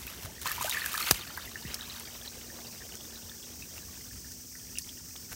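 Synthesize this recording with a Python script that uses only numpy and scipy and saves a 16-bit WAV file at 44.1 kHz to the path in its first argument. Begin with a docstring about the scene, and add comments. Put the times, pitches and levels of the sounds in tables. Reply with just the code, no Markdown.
"""Water spurts, gushes in surges and settles to a bubbling trickle as a cap is pulled off a flooded field's
drain. The cap knocks once with a low thump, and a hand in the grass snaps, thuds and rubs, over wash, high
hiss, rumble and a faint engine hum. Water is swarms of ringing bubbles with puffs of splash noise; spray is
tiny noise bursts with ringing beads. The knock is gritty contact through resonances, thuds are sinking tones,
the hum is a wavering sine and the rest is shaped noise. Both ears hear the same."""
import sys
import numpy as np
from scipy import signal
from scipy.fft import rfft, irfft, next_fast_len
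from scipy.io import wavfile
from scipy.ndimage import uniform_filter1d

SR = 44100
rng = np.random.default_rng(int(sys.argv[2]) if len(sys.argv) > 2 else 0)


def wrap_up_sound(samples):
    """Save the sound to the file named by the first command line argument, as 16-bit audio."""
    columns = np.atleast_2d(samples).T
    # keep every value between -1 and 1, then stretch to whole-number steps
    tamed = np.clip(columns, -1, 1)
    steps = np.round(tamed * 32767).astype(np.int16)
    wavfile.write(sys.argv[1], SR, steps)


N = 236139
TIME = np.arange(N) / SR


def amp(db):
    """Turns decibels into a linear gain."""
    return 10 ** (np.asarray(db) / 20)


def unit(x):
    """Scales to rms 1."""
    return x / np.sqrt(np.mean(x ** 2) + 1e-20)


def curve(rows, axis=1):
    """Draws one column of a breakpoint table as a line over the whole scene."""
    columns = np.transpose(rows)
    return np.interp(TIME, columns[0], columns[axis])


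def add(mix, s, sound):
    """Lays a sound into the mix at time s."""
    part = mix[max(round(s * SR), 0):][:len(sound)]
    part += sound[:len(part)]


def colour(x, tone):
    """Filters x by the gains of a tone table, then scales it to rms 1."""
    hz, db = np.transpose(tone)
    size = next_fast_len(N, True)
    bins = np.fft.rfftfreq(size, 1 / SR)
    gain = amp(np.interp(np.log(bins + 1), np.log(hz), db))
    return unit(irfft(rfft(x, size) * gain, size)[:N])


def drift(hz):
    """Random wandering at rms 1, mostly slower than hz."""
    size = next_fast_len(N, True)
    bins = np.fft.rfftfreq(size, 1 / SR)
    smooth = rfft(rng.standard_normal(size)) / (1 + (bins / hz) ** 4)
    return unit(irfft(smooth, size)[:N])


def fade(t, t60):
    """Exponential decay by 60 dB in t60."""
    return np.exp(-np.log(1000) * t / t60)


def steadied(x, size):
    """Evens out the running power over size samples, leaving the single grains."""
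    power = uniform_filter1d(uniform_filter1d(x ** 2, size), size)
    return x / np.sqrt(abs(power) + 0.19)


def resonate(x, hz, width):
    """A resonance of gain about 1 at its centre."""
    r = np.exp(-np.pi * width / SR)
    return 2 * signal.lfilter([1 - r], [1, -r * np.exp(2j * np.pi * hz / SR)], x).real


def bubble(hz, t60, rise):
    """A trapped air pocket swells in about one cycle and rings; its pitch climbs as it nears the surface."""
    t = np.arange(int(t60 * SR) + 2) / SR
    cycles = hz * (t + rise * t * t / (2 * t60))  # pitch climbs by the share rise within t60
    return (1 - np.exp(-t * hz)) * fade(t, t60) * np.sin(2 * np.pi * cycles)


def swarm(per_s, spread_db, cycles, mean_rise, low_hz, high_hz, cluster_s, count=120):
    """Bubbles of many sizes are born in clusters, one for each little spill; most are faint, a few stand out."""
    out = np.zeros(N)
    spills = np.cumsum(rng.gamma(2, 1, 240))
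    spills *= TIME[-1] / spills[-1]
    birth_chance = per_s * TIME[-1] / count ** 2
    for hz in np.geomspace(low_hz, high_hz, count):
        length, lift, detune = rng.random(3)
        t60 = cycles * (.5 + length) / np.sqrt(hz * 1500)  # on average, cycles is the T60 in periods at 1500 Hz
        ring = bubble(hz * (1 + 0.043 * detune), t60, 2 * mean_rise * lift)
        ring *= np.sqrt(hz / np.sum(ring ** 2))  # energy in proportion to pitch
        draws = rng.random((count, 4))
        for _, spill, lag, size in draws[draws[:, 0] < birth_chance]:
            s = spills[int(spill * len(spills))] - cluster_s * np.log(lag)
            add(out, s, ring * amp(spread_db * min(-np.log(size), 3)))
    return out


def splat(bubbles, t60):
    """The drops that trap the bubbles burst with a short puff of noise at the same moments."""
    power = signal.oaconvolve(bubbles ** 2, fade(np.arange(2000) / SR, t60) ** 2)[:N]
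    return unit(np.sqrt(abs(power)) * rng.standard_normal(N))


def pour(base_db, axis):
    """Strength of the gush: it opens, grows and runs out; each surge swells quickly and ebbs on top of it."""
    # spurts past the loosened cap, surges of the gush and late spills:
    # (time [s], bubbling level [dB], spray level [dB], length scale [s])
    surge_rows = [(-.02, -46, -43.5, 0.085), (0.064, -50, -46.5, 0.15), (.205, -56, -46, .07),
                  (0.41, -52, -42, 0.053), (0.446, -39.5, -34.5, 0.094), (0.606, -40, -33, 0.088),
                  (0.693, -35, -36, 0.059), (0.75, -38, -53, 0.06), (.905, -43, -37, 0.13),
                  (0.991, -39, -35.5, 0.069), (1.036, -33.5, -39, 0.13), (1.204, -44.5, -62, 0.076),
                  (1.684, -45.5, -54, 0.099)]
    surge_peak = 0.26  # share of its length scale after which a surge is strongest
    open_s, attack_s, spent_s, spent_t60 = .445, 0.021, 1.15, 0.29
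    growth_db_per_s = 4  # the stream widens as the cap is drawn away
    age = np.clip(TIME, open_s, spent_s) - open_s
    steady = np.minimum(age / attack_s, 1) * amp(base_db + growth_db_per_s * age)
    power = (steady * fade(np.maximum(TIME - spent_s, 0), spent_t60)) ** 2
    for row in surge_rows:
        u = np.maximum(TIME - row[0], 0) / (surge_peak * row[-1])
        power += (amp(row[axis]) * u * np.exp(1 - u)) ** 2
    return np.sqrt(power)


def trickle_db(waver_db=.8, waver_hz=7):
    """The trickle that runs before and after the gush wavers unevenly about its slow course."""
    # strength of the trickle before the waver: (time [s], level [dB])
    trickle_rows = [(0, -55.5), (.3, -56.5), (1.2, -49), (1.55, -50.5), (1.85, -48), (2.1, -50), (2.4, -55),
                    (3.0, -56.5), (3.45, -60), (4.0, -56.5), (4.45, -64), (4.75, -59), (5.35, -62)]
    return curve(trickle_rows) + waver_db * drift(waver_hz)


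def crouch(start_s=3.7, length_s=.55):
    """How far the listener has sunk behind the bank, 0-1; this dims trickle spray and makes the drips hollow."""
    return np.clip((TIME - start_s) / length_s, 0, 1)


def water(flow_db, hollow_low_hz=1150, hollow_high_hz=2500, hollow_db=4.5):
    """Crowded bubbles in the gush, separate ones in the trickle, sparse as it thins, all rough with splashing."""
    # filters for the bubbling of gush and trickle: (frequency [Hz], relative gain [dB])
    gush_tone = [(200, -37), (450, -5.5), (700, -15), (1200, 0), (1750, 0), (2500, 0), (4000, -4),
                 (5500, -11.5), (8000, -19)]
    trickle_tone = [(200, -22), (500, -10), (800, -3), (1300, -3.5), (1800, 1), (2150, -4.5), (2800, -1),
                    (3900, -1.5), (5000, -4.5), (7000, -24)]
    gush_db = -45  # bubbling as the pipe opens
    thin_from_db, thin_range_db, thin_share = -52, 5, 0.57  # a weak trickle breaks up into separate drips
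    hollow_share = 0.41  # of the hollow band once fully crouched
    crowd = unit(swarm(per_s=1300, spread_db=4.0, cycles=32.0, mean_rise=0.37,
                       low_hz=469, high_hz=7030, cluster_s=.02))
    gush = steadied(colour(crowd + amp(-1) * splat(crowd, t60=0.033), gush_tone), size=1500)
    running = unit(swarm(per_s=620, spread_db=4.0, cycles=38, mean_rise=0.17,
                         low_hz=560.0, high_hz=5167, cluster_s=.011))
    sparse = unit(swarm(per_s=130, spread_db=3.5, cycles=42, mean_rise=0.12,
                        low_hz=598, high_hz=4800, cluster_s=.008))
    thin = thin_share * np.clip((thin_from_db - flow_db) / thin_range_db, 0, 1)
    drips = np.sqrt(1 - thin) * running + np.sqrt(thin) * sparse
    trickle = steadied(colour(drips + amp(-6.5) * splat(drips, t60=0.02), trickle_tone), size=3500)
    band = signal.butter(1, [hollow_low_hz, hollow_high_hz], "band", fs=SR, output="sos")
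    hollow = amp(hollow_db) * signal.sosfiltfilt(band, trickle)
    trickle = trickle + hollow_share * crouch() * (hollow - trickle)
    return pour(gush_db, axis=1) * gush + amp(flow_db) * trickle


def spray(flow_db, per_s=1300, spread_db=5, t60=0.0066, beads_db=-5):
    """Landing drops are tiny bursts of fizz among ringing beads of air. More flow throws more spray."""
    # filter for the spray: (frequency [Hz], relative gain [dB])
    spray_tone = [(200, -42), (800, 0.5), (2500, 2), (4500, -1), (6500, 1), (8000, 1), (9500, -2),
                  (12000, 0.8), (15500, 3.5)]
    gush_spray_db = -42.5  # as the pipe opens
    trickle_spray_db, at_flow_db, slope = -52, -50, 1.1  # slope: dB of spray per dB of trickle
    crouch_db = -7  # the bank screens the trickle's spray
    drops = (rng.random(N) < per_s / SR) * amp(spread_db * np.minimum(rng.exponential(1, N), 4))
    power = signal.oaconvolve(drops ** 2, fade(np.arange(1000) / SR, t60) ** 2)[:N]
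    fizz = steadied(unit(np.sqrt(abs(power)) * rng.standard_normal(N)), size=1500)
    beads = swarm(per_s=1000, spread_db=0.0, cycles=41, mean_rise=0.22,
                  low_hz=3460, high_hz=13800, cluster_s=.02)
    of_trickle = amp(trickle_spray_db + slope * (flow_db - at_flow_db) + crouch_db * crouch())
    strength = np.hypot(pour(gush_spray_db, axis=2), of_trickle)
    return strength * colour(fizz + amp(beads_db) * unit(beads), spray_tone)


def large_bubbles(count=3):
    """The loudest air bubbles ring singly, and each sheds smaller ones just after it."""
    # (time [s], starting pitch [Hz], level [dB], ring T60 [s])
    bubble_rows = [(0.0765, 2480, -30.5, 0.021), (.3809, 1850, -39, .035), (.457, 1000, -23, 0.044),
                   (0.47, 4080, -29.5, .035), (.4837, 1780, -26, .029), (.5084, 1200, -27.5, 0.028),
                   (.511, 1700, -25.5, 0.033), (0.58, 943, -28.5, 0.038), (0.6098, 994, -19.5, .026),
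                   (.6456, 624, -19.5, 0.026), (0.7115, 3740, -18, 0.013), (.7248, 2060, -16.5, 0.0071),
                   (0.728, 2850, -23, 0.011), (.745, 1786, -22.5, 0.031), (0.77, 1706, -22.5, .04),
                   (.811, 4250, -24, 0.011), (0.818, 1790, -22.5, 0.025), (.8426, 1710, -21, .016),
                   (.861, 1600, -19.5, 0.015), (.9415, 1230, -21.5, 0.024), (0.951, 1670, -20.5, 0.02),
                   (0.9782, 1250, -19.5, 0.013), (1.0062, 1250, -22, 0.022), (1.0254, 4230, -22, 0.016),
                   (1.1578, 2650, -31, 0.016), (1.2103, 3600, -30, 0.016), (1.3031, 1320, -37.5, 0.055),
                   (1.3748, 1566, -27, 0.033), (1.375, 980, -26.5, 0.016), (1.4748, 1930, -36.5, .035),
                   (1.5564, 1760, -25.5, 0.023), (1.6513, 1870, -38, 0.047), (1.8098, 3720, -24.5, .009),
                   (1.8989, 3940, -27.5, .011), (1.962, 3716, -34.5, .018), (2.0746, 2240, -37, .018),
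                   (2.277, 3970, -29, 0.022), (2.5008, 1754, -35.5, .018), (2.5887, 695, -39, 0.024),
                   (2.669, 4620, -35, .02), (2.82, 1772, -41.5, .035), (2.8517, 660, -35, .01),
                   (2.922, 2900, -32.5, .012), (3.009, 3310, -36, .015), (3.158, 3910, -34, 0.015),
                   (3.2955, 3500, -33, 0.014), (3.316, 1700, -37, .017), (3.4273, 3280, -39, .022),
                   (3.6226, 2530, -36, 0.03), (3.7799, 2657, -34, 0.017), (4.1113, 1690, -43, .025),
                   (4.2454, 1720, -42, .025), (4.5533, 1855, -29.5, 0.0065), (4.755, 2736, -33.5, 0.022),
                   (4.7742, 2710, -25, .013), (4.8202, 4720, -30.5, .012), (4.8918, 3280, -27, 0.0071),
                   (5.1625, 3470, -28, 0.0056), (5.32, 1450, -25, .006)]
    rise_per_s = 7.4  # share by which a large bubble's pitch climbs each second
    shed_db, shed_within_s = -12, .022  # against the parent
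    shed_low, shed_high = .8, 1.624  # range of pitch ratio to the parent
    out = np.zeros(N)
    for s, hz, db, t60 in bubble_rows:
        rise = rise_per_s * t60
        add(out, s, amp(db) * bubble(hz, t60, rise))
        for lag, size in rng.random((count, 2)):
            ratio = shed_low * (shed_high / shed_low) ** size
            shed = bubble(hz * ratio, t60 / ratio, rise)
            add(out, s + lag * shed_within_s, amp(db + shed_db) * shed)
    return out


def glugs(rough_db=4.0, waver_share=0.046):
    """Air pockets squeezed smaller climb in pitch and tremble in the turbulent water."""
    # before the tremble: (time [s], length [s], start pitch [Hz], end pitch [Hz], level [dB])
    glug_rows = [(0.256, 0.0544, 489, 950, -50.5), (0.454, 0.022, 1104, 1810, -39),
                 (0.648, 0.043, 594, 983, -42.5), (0.67, 0.02, 1300, 1700, -39),
                 (0.68, 0.035, 918, 1040, -46)]
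    out = np.zeros(N)
    tremble = amp(rough_db * drift(120))
    waver = 1 + waver_share * drift(150)
    for s, length, start_hz, end_hz, db in glug_rows:
        span = int(s * SR) + np.arange(int(length * SR))
        hz = np.linspace(start_hz, end_hz, len(span)) * waver[span]
        tone = np.sin(2 * np.pi * np.cumsum(hz) / SR)
        add(out, s, amp(db) * tremble[span] * signal.windows.tukey(len(hz), .5) * tone)
    return out


def ditch(x, t60=0.11, wet_db=-13):
    """Brief scatter between the concrete walls of the ditch."""
    t = np.arange(SR // 6) / SR
    sparse = (rng.random(len(t)) < .06) * (t > .002)
    taps = rng.standard_normal(len(t)) * sparse * fade(t, t60)
    return x + amp(wet_db) * signal.oaconvolve(x, taps / np.linalg.norm(taps))[:N]


def knock(contact=0.0029, lead=0.0024, lead_db=-15, release=0.0087, crack_db=-6):
    """The cap scrapes, then strikes: a few milliseconds of gritty contact ring its hollow body."""
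    # hollow resonances of the cap: (frequency [Hz], width [Hz], relative level [dB])
    cap_modes = [(440, 200, -6.5), (1200, 180, 2.5), (1690, 290, 0), (2930, 300, -2), (4950, 230, 9.5),
                 (6070, 290, 7), (11200, 900, -9), (14200, 900, -12)]
    knock_s, knock_db = 1.1101, -10
    t = TIME - knock_s
    strike = (t > 0) * fade(np.maximum(t - contact, 0), release)
    scrape = amp(lead_db) * ((t > -lead) & (t <= 0))
    grit = (strike + scrape) * rng.choice([-1., 1.], N)
    body = sum(amp(db) * resonate(grit, hz, width) for hz, width, db in cap_modes)
    sound = body + amp(crack_db) * grit
    # the level holds for the whole energy packed into the contact time
    return amp(knock_db) * sound * np.sqrt(contact * SR / np.sum(sound ** 2))


def snaps(jitter_hz=550, thin_hz=3800, tail_db=-20, tail_t60=0.079):
    """Drops, fingers and stems snap: a thin crack with a short ring and a faint scatter after it."""
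    # before the bass cut: (time [s], level [dB], ring pitch [Hz], T60 [s], crack noise gain [dB])
    snap_rows = [(.0683, -28, 14300, .01, -5), (.415, -36, 7440, 0.031, 7.5),
                 (0.517, -20, 14400, 0.0055, 4), (.6273, -25, 6730, .012, -2),
                 (0.6958, -23.5, 9100, 0.013, 11), (0.8608, -21.5, 12500, 0.0076, 12.5),
                 (0.9776, -23.5, 4100, 0.011, 5), (1.119, -23, 13400, .014, 6),
                 (1.3742, -32.5, 14700, .016, 5), (1.457, -35.5, 11700, .012, -9),
                 (1.743, -23, 5130, 0.024, 2), (1.998, -38, 5300, .014, 11), (2.954, -32, 5600, 0.0075, 8),
                 (4.3183, -35, 6000, 0.015, 4), (4.7856, -15.5, 9850, 0.0039, -11),
                 (4.785, -24.5, 5560, 0.022, -9)]
    out, t = np.zeros(N), np.arange(3000) / SR
    small = signal.butter(2, thin_hz, "high", fs=SR, output="sos")  # small things radiate little bass
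    for s, db, hz, t60, crack_db in snap_rows:
        noise, grit = rng.standard_normal((2, len(t)))
        rough_hz = hz + jitter_hz * unit(uniform_filter1d(grit, size=12))
        ring = np.sin(2 * np.pi * np.cumsum(rough_hz) / SR)
        body = (ring + amp(crack_db) * 0.5 * noise) * fade(t, t60)
        scatter = amp(tail_db) * grit * fade(t, tail_t60)
        add(out, s, amp(db) * signal.sosfilt(small, body + scatter))
    return out


def thuds():
    """Dull thuds: decaying sines that sink in pitch. The one at 1.112 s is the low thump of the cap's knock;
    the others come from the hand in the grass."""
    # (time [s], level [dB], start pitch [Hz], end pitch [Hz], sinking time constant [s], T60 [s])
    thud_rows = [(.247, -34.5, 130, 80, .01, 0.15), (1.112, -24, 312, 40, 0.0072, 0.11),
                 (1.651, -36.5, 253.6, 55.6, 0.01, 0.29)]
    out, t = np.zeros(N), np.arange(SR // 5) / SR
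    for s, db, start_hz, end_hz, sink, t60 in thud_rows:
        hz = end_hz + (start_hz - end_hz) * np.exp(-t / sink)
        add(out, s, amp(db) * fade(t, t60) * np.sin(2 * np.pi * np.cumsum(hz) / SR))
    return out


def rubs():
    """Soft rubs of hand and sleeve: short swells of noise with a fibrous flutter."""
    # (time [s], level [dB], length [s])
    rub_rows = [(0.202, -47.5, 0.079), (3.747, -51.5, .05), (4.854, -57, 0.035), (5.151, -51.5, 0.018),
                (5.303, -44.5, 0.041)]
    rub_tone = [(100, 4), (400, 2.0), (1600, 6.5), (4000, -2.5), (15000, -1.5)]  # (frequency [Hz], gain [dB])
    out = np.zeros(N)
    for s, db, length in rub_rows:
        fibres = colour(rng.standard_normal(N) * amp(4.2 * drift(230)), rub_tone)
        size = int(length * SR)
        add(out, s, amp(db) * unit(fibres[:size] * signal.windows.hann(size)))
    return out


def wash():
    """Bubbling of the ditch further along, blurred into a soft patter."""
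    # fades as the listener crouches behind the bank, then comes back: (time [s], level [dB])
    wash_rows = [(0, -57.5), (1.6, -57), (2.8, -56), (3.8, -63), (4.7, -78), (5.35, -64.5)]
    # filter for the patter: (frequency [Hz], relative gain [dB])
    wash_tone = [(150, -13), (350, 3.5), (550, 0.5), (800, -5.5), (1300, -9), (1750, -7.5), (2200, -9.5),
                 (4000, -8.5), (7000, -27)]
    patter = swarm(per_s=1200, spread_db=5.5, cycles=23.6, mean_rise=0.2,
                   low_hz=296, high_hz=5060, cluster_s=0.033)
    return amp(curve(wash_rows)) * colour(unit(patter) + amp(-1.0) * rng.standard_normal(N), wash_tone)


def high_hiss():
    """Continuous high hiss: filtered noise whose level rises slowly and flutters slightly."""
    # level before the flutter: (time [s], level [dB])
    hiss_rows = [(0, -50), (2.5, -46), (5.35, -45)]
    # filter: (frequency [Hz], relative gain [dB])
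    hiss_tone = [(1000, -28), (3300, -38), (4200, -12.5), (4800, -3), (5700, 2.5), (6300, 1), (7200, -5),
                 (8500, -3), (9200, -8.5), (9900, -19), (11000, -11), (13000, -9.5), (14500, -3.5),
                 (15700, -4)]
    return colour(rng.standard_normal(N), hiss_tone) * amp(curve(hiss_rows) + 0.81 * drift(36))


def low_rumble():
    """Lumpy outdoor rumble: mostly low noise of wandering level."""
    # level before the wander: (time [s], level [dB])
    rumble_rows = [(0, -49.5), (1.8, -51), (2.3, -52.5), (2.75, -52.5), (3.2, -54.5), (3.9, -50.5),
                   (4.6, -53), (5.35, -51.5)]
    # filter: (frequency [Hz], relative gain [dB])
    rumble_tone = [(15, -29), (35, -17), (62, 3.5), (90, 0), (130, -5.5), (250, -8), (400, -13.5),
                   (600, -21.5), (1100, -31.5), (1800, -26.5), (3000, -24.5), (6000, -26.5)]
    return colour(rng.standard_normal(N), rumble_tone) * amp(curve(rumble_rows) + 1.76 * drift(17))


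def far_engine():
    """The faint hum of a far engine: one sine of wavering pitch and level."""
    # course before the waver: (time [s], pitch [Hz], level [dB])
    engine_rows = [(0, 227, -92), (1.35, 225, -69), (1.6, 228.5, -59.5), (2.45, 239, -60),
                   (2.7, 234, -55.5), (2.88, 225, -67), (3.15, 228.6, -59.5), (3.7, 246, -64),
                   (4.5, 251.1, -60.5), (5.35, 251, -63.5)]
    turns = np.cumsum(curve(engine_rows, axis=1) + 1.52 * drift(11.5)) / SR
    level_db = curve(engine_rows, axis=2) + 1.1 * drift(7.9)
    return unit(np.sin(2 * np.pi * turns)) * amp(level_db)


def scene():
    """All sources, the same in both ears; the near water scatters in the ditch."""
    flow_db = trickle_db()
    near_water = ditch(water(flow_db) + spray(flow_db) + large_bubbles() + glugs())
    handling = knock() + snaps() + thuds() + rubs()
    background = wash() + high_hiss() + low_rumble() + far_engine()
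    mono = near_water + handling + background
    return np.array([mono, mono])


def record(dry, edge_hz=15850):
    """The band limit: a steep low-pass at edge_hz."""
    low_pass = signal.firwin(511, edge_hz, window=("kaiser", 9), fs=SR)
    return signal.oaconvolve(dry, low_pass[None], "same", axes=1)


dry = scene()
out = record(dry)
wrap_up_sound(out)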